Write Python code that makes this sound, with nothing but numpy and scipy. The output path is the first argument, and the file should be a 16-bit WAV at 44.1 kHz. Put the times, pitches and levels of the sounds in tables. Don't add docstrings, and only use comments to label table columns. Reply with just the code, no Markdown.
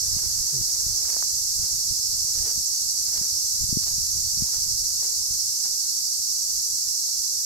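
import sys
import numpy as np
from scipy import signal
from scipy.fft import rfft, irfft, next_fast_len
from scipy.io import wavfile
from scipy.ndimage import uniform_filter1d, map_coordinates

SR = 44100
rng = np.random.default_rng(int(sys.argv[2]) if len(sys.argv) > 2 else 0)


def wrap_up_sound(samples):
    columns = np.atleast_2d(samples).T
    tamed = np.clip(columns, -1, 1)
    steps = np.round(tamed * 32767).astype(np.int16)
    wavfile.write(sys.argv[1], SR, steps)


N = 328545
TIME = np.arange(N) / SR
TURN_S, TURN_LENGTH_S = 5.44, 0.9


def undb(db):
    return 10 ** (np.asarray(db) / 20)


def unit(x):
    return x / np.sqrt(np.mean(x ** 2))


def pan(left_minus_right_db):
    return undb(np.array([[left_minus_right_db], [-left_minus_right_db]]) / 2)


def colour(x, points):
    hz, db = np.transpose(points)
    size = next_fast_len(N)
    bin_hz = np.maximum(np.arange(size // 2 + 1) * SR / size, 1)
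    gain = undb(np.interp(np.log(bin_hz), np.log(hz), db))
    return irfft(rfft(x, size) * gain, size)[..., :N]


def band(x, lo_hz, hi_hz, order=2):
    edges_hz = [lo_hz, min(hi_hz, SR / 2 - 1)]
    return signal.sosfilt(signal.butter(order, edges_hz, "band", fs=SR, output="sos"), x)


def walk(rate_hz):
    knots = rng.standard_normal(int(N / SR * rate_hz) + 2)
    line = np.interp(TIME * rate_hz, np.arange(len(knots)), knots)
    return unit(uniform_filter1d(line, int(SR / rate_hz / 2) + 1))


def swell(peak_s, length_s):
    return np.exp2(-(2 * (TIME - peak_s) / length_s) ** 2)


def turned():
    return np.clip((TIME - TURN_S) / TURN_LENGTH_S + 0.5, 0, 1)


def cicada(click_hz, jitter, scatter_s):
    phase = np.cumsum(click_hz * (1 + jitter * walk(150))) / SR
    clicks = np.diff(np.floor(phase), prepend=0) ** 2
    already_singing = [click_hz * scatter_s / 2]
    decay = np.exp(-2 / (scatter_s * SR))
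    energy, _ = signal.lfilter([1], [1, -decay], clicks + 1e-18, zi=already_singing)
    return unit(np.sqrt(energy) * rng.standard_normal((2, N)))


CHIRP_HZ = 12.25
# (strongest chirp [s], length [s], throb depth [0-1])
STEP_BOUTS = [(0.568, .9, .5), (1.973, .4, 0.7), (2.51, .3, 0.6), (2.982, 0.39, 0.7), (4.708, .35, 0.93),
              (5.489, .8, 0.5), (6.817, .45, .55)]


def throb(stray, loose):
    drift = stray * walk(1.65)
    own_cycles = CHIRP_HZ * TIME + rng.random() + 0.5 * walk(1.5)
    power = 1 + loose * np.cos(2 * np.pi * own_cycles)
    for s, length_s, depth in STEP_BOUTS:
        shared_cycles = CHIRP_HZ * (TIME - s) + drift
        power = power + depth * swell(s, length_s) * np.cos(2 * np.pi * shared_cycles)
    return np.sqrt(np.maximum(power, 0))


def shimmer(x, width_hz=130, rate_hz=40, depth_db=1.3):
    f, t, z = signal.stft(x, SR, nperseg=512)
    chance = rng.standard_normal((2, int(f[-1] / width_hz) + 2, int(t[-1] * rate_hz) + 2))
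    grid = np.meshgrid(f / width_hz, t * rate_hz, indexing="ij")
    flicker = np.array([map_coordinates(c, grid, order=1) for c in chance])
    return signal.istft(z * undb(depth_db * unit(flicker)), SR)[1][:, :N]


CHORUS_DB, TURNED_DB = -27, -0.55
# (frequency [Hz], left [dB], right [dB])
SONG_SPECTRUM = [(2980, -40, -38.5), (3503, -34.5, -30), (3890, -25.8, -20), (4430, -14, -6),
                 (5060, -11.5, -3.5), (5730, -5, 0), (6610, -6.5, -6), (7200, -7.5, -6.5),
                 (7870, -12, -7.5), (8350, -12, -10.5), (9200, -15.5, -20.5), (11800, -14.5, -16.5),
                 (13070, -15.5, -19), (15500, -31.5, -32)]


def chorus(count=6, click_hz=400, low_hz=4400, high_hz=7200, loose=0.16, far_db=-3, stray=0.049,
           flutter_db=1.2):
    near, far = 0, 0
    body_shape = [(0.65, -25), (0.82, 0.5), (1.2, -5.5), (1.5, -22)]  # (ratio to body_hz, [dB])
    for body_hz in np.geomspace(low_hz, high_hz, count):
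        rasp = cicada(click_hz * rng.uniform(0.6, 1.4), 0.1, 0.0024)
        body = colour(rasp, [(body_hz * ratio, db) for ratio, db in body_shape])
        chirps = throb(stray, loose)
        shade = undb(np.array([flutter_db * walk(70) for _ in range(2)]))
        near = near + rasp - body + body * unit(chirps * shade)
        far = far + cicada(click_hz * rng.uniform(0.6, 1.6), 0.2, 0.021)
    voices = shimmer(unit(near) + undb(far_db) * unit(far))
    spectrum = np.array(SONG_SPECTRUM)
    song = np.array([colour(voices[k], spectrum[:, [0, k + 1]]) for k in range(2)])
    song = signal.sosfilt(signal.butter(4, 2700, "high", fs=SR, output="sos"), song)
    return song / np.std(song.mean(axis=0)) * undb(CHORUS_DB + TURNED_DB * turned())


# (frequency [Hz], density [dB per Hz])
HUSH_SPECTRUM = [(25, 0), (100, -13), (300, -10.5), (700, -13), (1500, -17), (3000, -19.5), (6000, -24)]


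def hush(start_db=-55.0, end_db=-57):
    air = rng.standard_normal((3, N))
    level = undb(np.linspace(start_db, end_db, N))
    return unit(colour(0.5 * air[0] + air[1:], HUSH_SPECTRUM)) * level * pan(-6.0)


def hum(centre_hz=420, waver=0.05, start_db=-67, fade_db_per_s=2):
    phase = 2 * np.pi * np.cumsum(centre_hz * (1 + waver * walk(14))) / SR
    return np.sin(phase) * undb(start_db - fade_db_per_s * TIME + 3.5 * walk(9))


DRAUGHT_WALKING_DB, DRAUGHT_RESTING_DB = (-51, -54.5), (-56.5, -71)
# (peak [s], length [s], level over both ports [dB], left minus right [dB])
GUST_TABLE = [(.01, .1, -40, -14), (0.134, .1, -35.5, 4), (0.278, 0.18, -33.5, -10), (0.582, .18, -42, 8),
              (0.874, 0.15, -38, 13), (1.28, 0.23, -48, -12), (1.54, 0.14, -38.5, 20),
              (1.825, 0.35, -41.5, 20), (2.2, 0.17, -41, 4), (2.43, 0.11, -37, -8),
              (2.577, 0.053, -38, -10), (3.215, 0.13, -43, 14), (3.69, 0.24, -35.5, 20),
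              (4.0, 0.074, -33.5, 15), (4.196, .14, -37, 1.5), (4.42, 0.1, -36.5, 9),
              (4.73, 0.18, -36.5, 8), (5.132, .08, -47, 7), (5.342, 0.11, -44, 16), (6.62, 0.19, -48.5, 20)]


def wind_strength():
    draughts = zip(DRAUGHT_WALKING_DB, DRAUGHT_RESTING_DB)
    power = np.array([undb(moving + (still - moving) * turned()) ** 2 for moving, still in draughts])
    for s, length_s, db, left_minus_right_db in GUST_TABLE:
        sides = pan(left_minus_right_db)
        power = power + (undb(db) * sides / np.linalg.norm(sides)) ** 2 * swell(s, length_s)
    return np.sqrt(power)


# (time [s], peak [dB], pitch [Hz])
EDDY_THUMPS = [(0.169, -23, 115), (0.614, -25, 119), (0.867, -28, 104), (1.925, -28.5, 107),
               (2.578, -29, 130), (3.215, -24.5, 135), (3.64, -24, 116), (3.694, -24.5, 90),
               (3.7288, -13.5, 148), (3.7721, -11, 168), (3.984, -26.5, 110), (4.377, -28, 120),
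               (4.424, -15, 128), (5.309, -29.5, 79.4)]


def breeze(gust_db=5.0, eddy_db=3, gust_s=0.27):
    # (frequency [Hz], gain [dB])
    rumble = [(15, -3.5), (35, 4), (115, 0), (200, -17), (320, -28.5), (600, -37), (2000, -68)]
    lumps = np.array([colour(rng.standard_normal(N), rumble)
                      * undb(gust_db * walk(20) + eddy_db * walk(60)) for _ in range(2)])
    strength = wind_strength()
    running_rms = np.sqrt(uniform_filter1d(lumps ** 2, int(gust_s * SR)))
    ports = lumps / running_rms * strength
    for s, db, hz in EDDY_THUMPS:
        cycles = (TIME - s) * hz
        close = np.abs(cycles) < 3
        windward = np.argmax(strength[:, int(s * SR)])
        u = (2.1 * cycles[close]) ** 2
        ports[windward, close] += undb(db) * (1 - 5 * u) / (1 + u) ** 4
    return ports


# (frequency [Hz], density [dB per Hz])
STRAW_SPECTRUM = [(100, -17), (400, -1), (750, -0.5), (1200, -4.5), (1800, -4.5), (3000, -9.5), (8000, -5),
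                  (15000, -11.5)]
# (full weight [s], level [dB], rise [s], fall [s], dull ground thud [dB])
FOOTFALLS = [(.24, -51.5, .07, 0.051, -56), (1.112, -44, 0.05, .04, -70), (1.65, -51.5, 0.039, 0.08, -70),
             (2.495, -44, .11, 0.029, -53), (3.175, -47, 0.073, 0.073, -66), (3.87, -47, 0.025, 0.039, -66),
             (4.55, -48, 0.073, 0.037, -70), (5.038, -44, 0.014, 0.033, -60),
             (5.656, -45, .008, 0.015, -64)]


def footsteps(grains_per_s=2800, grain_db=3.3, crumple_db=2.5, thud_lo_hz=310, thud_hi_hz=470):
    weight, press = 0, 0
    for s, db, rise_s, fall_s, thud_db in FOOTFALLS:
        load = np.exp(-np.maximum((s - TIME) / rise_s, (TIME - s) / fall_s))
        weight = weight + undb(db) * load
        press = press + undb(thud_db) * load
    brush_db = np.interp(TIME, [0, 1.2, 1.4, 5.3, 6.2], [-54.5, -52.5, -63, -59, -67.5])
    weight = weight + undb(brush_db)
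    hits = rng.random((3, N)) < grains_per_s / SR
    sizes = rng.standard_normal((3, N)) * undb(grain_db * rng.standard_normal((3, N)))
    cracks = hits * sizes
    straw = colour(cracks[0] + cracks[1:], STRAW_SPECTRUM)
    ground = unit(band(rng.standard_normal(N), thud_lo_hz, thud_hi_hz)) * press
    return unit(straw * undb(crumple_db * walk(120))) * weight + ground


# (time [s], peak before panning [dB], pitch [Hz], upper edge [Hz])
STALK_SNAPS = [(.19, -50, 1200, 2500), (.236, -40, 700, 2500), (1.052, -37, 1400, 2200),
               (1.166, -29, 583, 2650), (1.2254, -25, 1150, 2010), (3.225, -39, 1700, 2200),
               (3.866, -38, 850, 1400), (4.033, -30, 7000, 13000), (4.487, -42, 800, 1600),
               (4.543, -41, 850, 1500), (4.561, -42, 1050, 1600), (4.867, -33, 7000, 10900),
               (5.028, -37, 694, 2000), (5.145, -32, 7500, 13000), (5.219, -46, 900, 1200),
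               (5.657, -40, 700, 2000), (7.09, -44, 700, 1500)]


def snaps(cycles=0.47, port_lag_s=0.00009):
    out, t = np.zeros(N), TIME[:SR // 20]
    for s, db, hz, edge_hz in STALK_SNAPS:
        swing = np.cos(2 * np.pi * hz * t) * np.exp(-t * hz / cycles)
        ring = band(swing, hz / 4, edge_hz, order=5)
        at = int(s * SR)
        out[at:at + len(t)] += undb(db) * ring / np.abs(ring).max()
    return np.array([np.interp(TIME - port_lag_s, TIME, out), out]) * pan(-1.0)


DRONE_S, DRONE_LENGTH_S, DRONE_EDGE_S = 0.522, 0.1, 0.018
DRONE_HZ, DRONE_SAG_HZ_PER_S, DRONE_DB = 153.5, 536, -39


def drone(second_db=-22, third_db=-13):
    age_s = np.clip(TIME - DRONE_S, 0, DRONE_LENGTH_S)
    phase = 2 * np.pi * np.cumsum(DRONE_HZ - DRONE_SAG_HZ_PER_S * age_s) / SR
    tone = np.sin(phase) + undb(second_db) * np.sin(2 * phase) + undb(third_db) * np.sin(3 * phase)
    envelope = np.minimum(np.minimum(age_s, DRONE_LENGTH_S - age_s) / DRONE_EDGE_S, 1)
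    return unit(tone) * undb(DRONE_DB) * envelope * pan(3.4)


def scene():
    return chorus() + hush() + hum() + breeze() + footsteps() + snaps() + drone()


TOP_HZ = 15700


def record(dry):
    return signal.sosfilt(signal.ellip(12, 0.1, 85, TOP_HZ, fs=SR, output="sos"), dry)


dry = scene()
out = record(dry)
wrap_up_sound(out)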